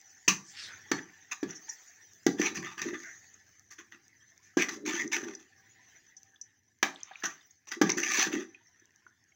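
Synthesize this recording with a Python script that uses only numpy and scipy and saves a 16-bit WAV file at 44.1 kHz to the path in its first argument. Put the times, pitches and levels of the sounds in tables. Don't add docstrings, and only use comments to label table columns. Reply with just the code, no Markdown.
import sys
import numpy as np
from scipy import signal
from scipy.fft import rfft, irfft
from scipy.io import wavfile
from scipy.ndimage import uniform_filter1d

SR = 44100
rng = np.random.default_rng(int(sys.argv[2]) if len(sys.argv) > 2 else 0)


def master_out(mix):
    frames = np.transpose(np.atleast_2d(mix))
    ceiling = np.clip(frames, -1, 1)
    pcm = np.round(ceiling * 32767).astype(np.int16)
    wavfile.write(sys.argv[1], SR, pcm)


N = 412335

# start_s, thud_db (loaded bottom), jolt_db (whole pot),
# clank_db (wall), edge_db (bright edge), ring_hz (strongest ring), rattle_t60_s
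KNOCKS = [(0.2787, -35.5, -37.5, -17, -17.5, 2564, 0.093), (0.915, -30, -44, -24, -30, 1770, 0.022),
          (1.429, -31.5, -48.5, -39, -47, 1770, 0.038), (2.265, -21.5, -35.5, -26, -28, 1710, 0.02),
          (2.397, -27, -57, -57, -37, 1240, 0.06), (2.572, -71, -44, -37, -57, 2310, 0.025),
          (2.816, -58, -53, -33.5, -35, 1815, 0.033), (4.570, -23.5, -49, -26, -33.5, 1620, 0.16),
          (4.69, -67, -70, -36, -38.5, 2000, 0.026), (6.828, -36.5, -60.5, -18.5, -26.5, 1665, 0.025),
          (7.237, -46, -61, -30, -50, 1630, 0.033), (7.814, -20.5, -38, -20.5, -28, 1640, 0.049),
          (7.893, -35, -53, -28, -33, 2107, 0.03), (8.268, -37.5, -50.5, -36, -43, 1840, 0.054)]
# freq_hz, relative_db
BOTTOM = [(40, -51.5), (95, -41), (135, -22.5), (205, -5.5), (240, -10.5), (275, -0.5), (335, 1.5),
          (400, -5.5), (470, -12), (570, -26.5), (780, -24), (1100, -42), (1800, -65)]
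# freq_hz, relative_db
JOLT = [(30, -33.5), (70, -24), (110, -13), (150, 0), (195, 1.5), (240, -10.5), (400, -37), (800, -59)]
# freq_hz, relative_db
CLANK = [(300, -38), (600, -12.5), (770, -2), (1000, -13), (1200, -0.5), (1400, -9), (1650, 5.5),
         (2100, -7), (2700, -13.5), (3300, -8), (4200, -19), (5500, -27.5), (9000, -58)]
# freq_hz, relative_db
EDGE = [(2800, -42.5), (4300, -12.5), (4900, -7), (5500, -6), (6100, 5.5), (6550, -6), (7200, -10.5),
        (8500, -31.5), (10500, -29), (13000, -35.5), (14200, -25.5), (15200, -18.5), (16000, -20)]


def knocks():
    out = np.zeros(N)
    t = np.arange(SR // 2) / SR
    for start, thud_db, jolt_db, clank_db, edge_db, ring_hz, rattle_t60 in KNOCKS:
        rattle = rng.standard_normal((3, len(t))) * fade(t, rattle_t60) * onset(t, .0015)
        push = signal.unit_impulse(len(t))
        thud = kitchen(colour(push, BOTTOM), wet_db=-6)
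        jolt = kitchen(colour(push, JOLT), wet_db=3.5)

        hardness = ring_hz / 1650
        body = colour(rattle[0], np.multiply(CLANK, [hardness, 1]))
        strongest = band(ring(ring_hz, t60=.055), ring_hz / 2, ring_hz * 2)
        damped_wall = wall() * np.exp(-t / .045)
        modes = signal.oaconvolve(rattle[2], damped_wall)[:len(t)]
        modes = band(modes, low_hz=650, high_hz=7000)
        clank = unit_attack(body) + amp(-7) * unit_attack(strongest) + amp(-10) * unit_attack(modes)
        clank = kitchen(clank, wet_db=-4.5)
        edge = kitchen(colour(rattle[1], EDGE), wet_db=-8)

        levels_db = (thud_db, jolt_db, clank_db - 6.5, edge_db - 5)
        for part, db in zip((thud, jolt, clank, edge), levels_db):
            add(out, start, amp(db) * unit_attack(part))
    return out


# freq_hz, relative_db, t60_s
WALL = [(780, -14.5, 0.5), (894, -10.5, 0.18), (1160, 0.5, 0.25), (1596, 1, .2), (1655, -2, 0.083),
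        (1950, -13, 0.25), (2050, -12.5, 0.9), (2138, -7, 0.16), (2295, -6.5, 0.08), (2564, -3.5, 0.078),
        (2580, -7.5, 0.073), (2960, -13.5, 0.1), (3920, -10.5, 0.36), (4380, -3, .19), (4760, -12, 0.38),
        (5500, -7, 0.23), (5717, -15, .19), (6110, -1.5, 0.098), (6170, -9.5, 0.26), (7100, -14, .22)]


def wall():
    return sum(rng.choice([-1, 1]) * amp(db) * ring(hz, t60) for hz, db, t60 in WALL)


# freq_hz, relative_db
GRIND = [(300, -41.5), (560, -18.5), (800, 1.5), (1000, -33), (1200, 8), (1420, -8.5), (1800, 11.5),
         (2150, -3.5), (2500, 6), (3000, -4.5), (3500, 1), (4200, -26), (5500, -16.5), (9000, -45)]
# freq_hz, relative_db
DRAG = [(50, -40.5), (110, -24), (170, -19.5), (230, -3), (275, -4.5), (335, 4.5), (410, -6), (490, -21.5),
        (600, -20), (900, -64)]


def scraping():
    friction, drag, edge, pitch = ladle_contact()
    judder = unit(amp(3 * wander(rate_hz=110)))
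    slips = patchy(clicks(per_s=1800, spread_db=3) * judder, depth_db=3.5)

    rasp = unit(resonate(slips, pitch, width_hz=690))
    squelch = bubbles(per_s=320, low_hz=800.6, high_hz=4210, cycles=9.1, spread_db=4.0)
    wet = friction * (amp(-5.5) * rasp + amp(-13.5) * squelch)
    wet = band(wet, low_hz=666, high_hz=4600)
    modes = wall()
    ringing = signal.oaconvolve(slips * friction, modes / np.linalg.norm(modes))[:N]
    ringing = band(ringing, low_hz=606, high_hz=7160)
    grind = amp(-6) * colour(slips * friction, GRIND) + wet + amp(-18.0) * ringing

    chirps = bubbles(per_s=250, low_hz=5700, high_hz=6600, cycles=14, spread_db=4)
    chirps = band(chirps * edge, low_hz=4470, high_hz=7240)
    squeak = amp(-6) * colour(slips * edge, EDGE) + amp(-10) * chirps
    tumbling = patchy(clicks(per_s=420, spread_db=1.5), depth_db=5.0)
    return kitchen(grind + squeak + amp(-7) * colour(tumbling * drag, DRAG), wet_db=-9)


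# start_s, length_s, friction_db, edge_db, gain_db (force, start to end)
STROKES = [(1.475, 0.13, -55, -59.5, -24), (2.369, 0.097, -35.5, -37.5, 21.5),
           (2.544, 0.021, -33.5, -28, 1), (2.622, 0.11, -41, -45.5, -12.5), (2.77, .12, -41.5, -43.5, -1),
           (2.927, .025, -42, -49, -2.5), (2.972, 0.073, -55.5, -48, -5.5), (4.585, 0.047, -29, -30, -4),
           (4.702, 0.044, -47, -41.5, 6), (4.85, 0.17, -35, -35.5, -4.5), (5.115, 0.056, -28.5, -29, -14.5),
           (5.206, 0.13, -47.5, -49.5, -8), (5.389, 0.016, -52, -50, 1.5), (7.85, 0.069, -39.5, -43, -2.5),
           (7.977, 0.13, -36.5, -34, 10), (8.099, 0.13, -28, -25, 6.5), (8.236, .05, -43, -47, -11),
           (8.313, 0.11, -40, -42.5, -10)]
# start_s, length_s, drag_db
SHOVES = [(0.961, 0.03, -39), (1.466, 0.11, -65), (2.396, 0.24, -42), (2.768, 0.09, -41),
          (2.844, 0.1, -29.5), (4.607, 0.33, -40), (4.86, 0.46, -38), (5.28, 0.17, -59),
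          (7.747, .03, -41.5), (7.872, 0.52, -35.5), (8.283, 0.122, -42.5)]
# start_s, friction_db, drag_db, edge_db, pitch_hz, length_s
SKIDS = [(0.977, -31, -51, -38, 1800, 0.017), (1.311, -22, -42, -22.5, 2010, 0.021),
         (1.679, -35.5, -76, -49, 1720, 0.017), (2.81, -40.5, -29, -38, 1900, 0.015),
         (3.704, -45.5, -56, -35.5, 1920, 0.031), (3.779, -33.5, -35.5, -37, 1890, 0.029),
         (3.915, -40.5, -39.5, -46, 1620, 0.035), (4.425, -59.5, -76, -49, 2500, 0.066),
         (4.684, -20, -45, -24, 2004, 0.012), (7.232, -24, -54, -21, 1570, 0.032),
         (7.251, -29.5, -56, -22, 1700, 0.0081), (7.668, -40, -43, -36, 2400, 0.029),
         (7.708, -23, -36, -24, 1800, 0.029), (7.969, -25, -31, -19.5, 1900, 0.026),
         (8.03, -15, -39, -16, 2160, 0.009)]
SCRAPE_HZ, LIGHT_TOUCH_DB, SCRAPE_HZ_PER_DB = 1700, -45.5, 28.5
SHOVE_GAIN_DB = -1.5
SKID_BITE_S, SKID_DB = 0.0087, -5


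def ladle_contact():
    friction, drag, edge, pitch = np.zeros((4, N))
    for start, length, friction_db, edge_db, gain_db in STROKES:
        force = stroke(length, gain_db)
        rub = amp(friction_db) * force
        pressure_db = np.maximum(20 * np.log10(rub + 1e-12) - LIGHT_TOUCH_DB, 0)
        add(friction, start, rub)
        add(edge, start, amp(edge_db) * force)
        add(pitch, start, rub * (SCRAPE_HZ + SCRAPE_HZ_PER_DB * pressure_db))
    for start, length, db in SHOVES:
        add(drag, start, amp(db) * stroke(length, SHOVE_GAIN_DB))
    t = np.arange(SR // 4) / SR
    for start, *levels_db, hz, length in SKIDS:
        skid = amp(SKID_DB) * onset(t, SKID_BITE_S) * np.exp(-(t / length) ** 2)
        for track, db in zip((friction, drag, edge), levels_db):
            add(track, start, amp(db) * skid)
        add(pitch, start, amp(levels_db[0]) * skid * hz)
    return friction, drag, edge, pitch / (friction + 1e-12)


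BITE_S, RELEASE_T60_S = .011, 0.11


def stroke(length, gain_db):
    t = np.arange(int((length + .3) * SR)) / SR
    held_db = gain_db * (np.minimum(t / length, 1) - .5)
    release = fade(np.maximum(t - length, 0), RELEASE_T60_S)
    return onset(t, BITE_S) * amp(held_db) * release


# start_s, level_db
FLOPS = [(2.525, -42.5), (2.588, -45), (2.93, -38.5), (4.94, -39), (5.077, -50), (5.23, -41.5), (7.97, -36),
         (8.186, -38.5), (8.35, -45.5), (8.82, -70), (9.06, -74)]


def flops():
    out = np.zeros(N)
    for start, db in FLOPS:
        bump = kitchen(colour(signal.unit_impulse(SR // 2), DRAG), wet_db=-5.5)
        add(out, start, amp(db) * unit_attack(bump))
    return out


# middle_s, level_db, centre_hz (geometric), width_hz,
# half_length_s (from the middle to 1/e)
SLIDES = [(.505, -51.5, 6000, 2370, .04), (0.623, -42, 3020, 3670, 0.069), (0.69, -49, 1840, 1170, 0.066),
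          (1.564, -43.5, 6000, 880, 0.015), (1.7, -37.5, 6220, 1150, 0.009), (3.083, -45, 1820, 580, 0.044),
          (3.064, -57, 6380, 700, 0.22), (5.83, -74.5, 2800, 3040, 0.19), (6.97, -64, 2750, 3500, 0.095),
          (7.156, -59, 1780, 2320, 0.16), (7.304, -58, 1790, 2000, 0.036), (8.206, -35, 3280, 2630, 0.051)]


def slides():
    out = np.zeros(N)
    t = np.arange(N) / SR
    film = patchy(clicks(per_s=3300, spread_db=-2.0), depth_db=2.5)
    for middle, db, hz, width_hz, half_length in SLIDES:
        low_hz = np.hypot(hz, width_hz / 2) - width_hz / 2
        swish = unit(band(film, low_hz, low_hz + width_hz))
        out += amp(db) * swish * np.exp(-((t - middle) / half_length) ** 2)
    return kitchen(out, wet_db=-12.0)


# start_s, peak_db (before the kitchen), pitch_hz, t60_s
POPS = [(1.506, -32.5, 5870, 0.035), (3.341, -42.5, 6520, 0.018), (4.206, -63, 3230, 0.11),
        (5.077, -31, 6050, 0.0093), (5.35, -33, 6010, 0.02), (5.35, -44, 5050, 0.017),
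        (6.166, -40.5, 6040, 0.075), (6.359, -53, 3450, 0.024), (6.413, -32, 6040, 0.03),
        (6.947, -51.5, 7680, 0.012), (6.959, -37.5, 3550, 0.0085), (7.004, -50, 6700, .02),
        (7.01, -47.5, 3320, 0.016), (7.032, -26.5, 6180, 0.011), (7.11, -41, 770, 0.049),
        (7.115, -42.5, 1680, 0.019), (7.134, -48, 3660, 0.017), (7.156, -33.5, 2410, 0.0096),
        (7.201, -47.5, 6250, 0.036), (7.223, -36, 1700, 0.029), (7.409, -54.5, 3580, 0.037),
        (7.508, -48.5, 6450, 0.04), (7.901, -15.5, 5850, 0.0088), (7.918, -19.5, 6070, 0.0088),
        (8.546, -41.5, 2500, 0.038), (8.669, -56, 5570, .03), (8.796, -53, 6020, 0.033),
        (9.065, -42.5, 1460, 0.033), (9.32, -57, 2190, 0.029)]


def pops():
    out = np.zeros(N)
    t = np.arange(SR // 2) / SR
    for start, db, hz, t60 in POPS:
        bubble = ring(hz, t60) * onset(t, .0012)
        burst = rng.standard_normal(len(t)) * fade(t, t60)
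        reach_hz = 400 + hz / 15
        pop = band(unit(bubble) + amp(4) * unit(burst), hz - reach_hz, hz + reach_hz)
        add(out, start, amp(db) * pop / abs(pop).max())
    return kitchen(out, wet_db=-12.0)


# freq_hz, relative_db
SIZZLE = [(150, -22.5), (330, -9.5), (560, -18), (780, -13.5), (1050, -16.5), (1400, -10.5), (1800, 6),
          (2050, -2), (2400, -10.5), (3400, -13), (4200, -18), (5500, -18.5), (9000, -48)]
# freq_hz, relative_db
SPRAY = [(3000, -41.5), (4600, -12), (5500, -7.5), (6100, 6), (6600, -4), (7200, -10.5), (8500, -31.5),
         (10500, -37), (13000, -31.5), (14200, -29.5), (15200, -16), (16000, -15)]


def sizzle():
    fry, spray = frying_levels()
    body = colour(fry * patchy(clicks(per_s=5300, spread_db=3.5), depth_db=4.0), SIZZLE)
    fizz = colour(spray * patchy(clicks(per_s=4900, spread_db=1.5), depth_db=6.0), SPRAY)
    simmer = bubbles(per_s=67, low_hz=656, high_hz=4200, cycles=11, spread_db=3.5)
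    simmer = amp(-11.5) * fry * band(simmer, low_hz=550, high_hz=5000)
    crackle = amp(-77) * colour(clicks(per_s=30, spread_db=8.5), SPRAY)
    lowest_hz, _, lowest_t60 = WALL[0]
    tings = signal.oaconvolve(clicks(per_s=8.7, spread_db=3.5), ring(lowest_hz, lowest_t60))[:N]
    tings = amp(-18) * fry * unit(tings)
    mix = amp(2.5) * body + amp(0.5) * fizz + simmer + crackle + tings
    return kitchen(mix, wet_db=-12) * amp(.8 * wander(rate_hz=12))


# peak_s, sizzle_db, spray_db, settle_db_per_s
FLARES = [(0.0, -68, -61.5, 2.5), (.75, -57.5, -60, 15), (1.7, -61.5, -53.5, 20), (3.1, -61, -59.5, 24),
          (4.05, -72.5, -73, 4), (5.4, -68, -68.5, 14), (5.9, -66.5, -66, 29.5), (7.31, -62.5, -58, 65),
          (8.5, -70, -73.5, 10)]
FLARE_RISE_DB_PER_S = 55
CALM_SIZZLE_DB, CALM_SPRAY_DB = -86, -81.5


def frying_levels():
    t = np.arange(N) / SR
    fry, spray = amp(CALM_SIZZLE_DB), amp(CALM_SPRAY_DB)
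    for peak, fry_db, spray_db, settle_db_per_s in FLARES:
        flare = amp(np.minimum(FLARE_RISE_DB_PER_S * (t - peak), settle_db_per_s * (peak - t)))
        fry = np.hypot(fry, amp(fry_db) * flare)
        spray = np.hypot(spray, amp(spray_db) * flare)
    return fry, spray


# time_s, level_db
RUMBLE = [(0, -88), (.7, -71), (1.8, -90.5), (2.3, -71), (3.501, -79), (5.7, -78), (6.6, -82.5),
          (7.3, -83.5), (9.35, -81)]
# freq_hz, relative_db
LOW = [(20, -28), (50, -23.5), (75, -6.5), (100, 3.5), (135, -7.5), (200, -7.5), (350, -10), (700, -35.5)]


def rumble():
    level_db = np.interp(np.arange(N) / SR, *np.transpose(RUMBLE))
    return amp(level_db + 3.5) * colour(rng.standard_normal(N), LOW)


# freq_hz, t60_s
KITCHEN = [(150, 0.34), (400, 0.32), (1040, 0.31), (2760, 0.18), (7280, 0.27), (15000, 0.21)]


def kitchen(x, wet_db):
    hz, t, z = signal.stft(rng.standard_normal(SR // 2), SR, nperseg=256)
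    tail = signal.istft(z * fade(t, read(KITCHEN, hz)[:, None]), SR, nperseg=256)[1]
    tail[:130] = 0
    wet = signal.oaconvolve(x, tail / np.linalg.norm(tail))[:len(x)]
    return (x + amp(wet_db) * wet) / np.hypot(1, amp(wet_db))


def clicks(per_s, spread_db):
    size = amp(spread_db * np.minimum(rng.exponential(1, N), 4))
    return unit(size * rng.choice([-1, 1], N) * (rng.random(N) < per_s / SR))


def bubbles(per_s, low_hz, high_hz, cycles, spread_db, count=40):
    out = np.zeros(N)
    grains_per_pitch = int(per_s * N / SR / count) + 1
    for hz in np.geomspace(low_hz, high_hz, count):
        age = np.arange(int(6 * cycles * SR / hz)) * hz / SR / cycles
        grain = np.sin(2 * np.pi * cycles * age * (1 + 0.013 * age)) * np.exp(-age) * onset(age, .3)
        for place, size, sign in rng.random((2000, 3))[:grains_per_pitch]:
            gain = amp(-spread_db * np.log(size + 0.014))
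            add(out, place * N / SR, np.sign(sign - .5) * gain * grain)
    return unit(out)


def patchy(x, depth_db):
    z = signal.stft(x, nperseg=512, noverlap=384)[2]
    patches = rng.standard_normal(z.shape)
    for _ in range(2):
        patches = uniform_filter1d(patches, size=3, axis=0)
        patches = uniform_filter1d(patches, size=10, axis=1)
    z = z * amp(depth_db * unit(patches))
    return unit(signal.istft(z, nperseg=512, noverlap=384)[1][:N])


def resonate(x, hz, width_hz):
    turn = np.exp(2j * np.pi * np.cumsum(hz * np.ones(len(x))) / SR)
    r = np.exp(-np.pi * width_hz / SR)
    return 2 * (turn * signal.lfilter([(1 - r) ** 2], [1, -2 * r, r * r], x / turn)).real


def ring(hz, t60):
    t = np.arange(SR // 2) / SR
    return np.sin(2 * np.pi * hz * t) * fade(t, t60)


def fade(t, t60):
    return np.exp(-np.log(1000) * t / t60)


def onset(t, rise):
    return 1 - np.exp(-t / rise)


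def wander(rate_hz):
    hz = np.fft.rfftfreq(N, 1 / SR)
    return unit(irfft(rfft(rng.standard_normal(N)) * np.exp(-(hz / rate_hz) ** 2), N))


def colour(x, spectrum, size=4096):
    log_gain = np.log(amp(read(spectrum, abs(np.fft.fftfreq(size, 1 / SR)))))
    response = np.fft.ifft(np.exp(np.conj(signal.hilbert(log_gain)))).real
    return signal.oaconvolve(x, response / np.linalg.norm(response))[:len(x)]


def band(x, low_hz, high_hz):
    edges = np.clip([low_hz, high_hz], 20, SR / 2 - 100)
    return signal.sosfilt(signal.butter(3, edges, "bandpass", fs=SR, output="sos"), x)


def read(points, hz):
    f, value = np.transpose(points)
    return np.interp(np.log(hz + 1), np.log(f + 1), value)


def amp(db):
    return 10 ** (np.asarray(db) / 20)


def unit(x):
    return x / np.sqrt(np.mean(x ** 2) + 1e-20)


def unit_attack(x):
    return x / np.sqrt(np.mean(x[:1323] ** 2))


def add(mix, start, sound):
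    part = mix[max(round(start * SR), 0):][:len(sound)]
    part += sound[:len(part)]


def scene():
    return (knocks() + scraping() + flops() + slides() + pops() + sizzle() + rumble())[None]


CUT_HZ = 16050


def record(dry):
    lowpass = signal.firwin(301, CUT_HZ, window=("kaiser", 8), fs=SR)
    return signal.oaconvolve(dry, lowpass[None], "same")


dry = scene()
out = record(dry)
master_out(out)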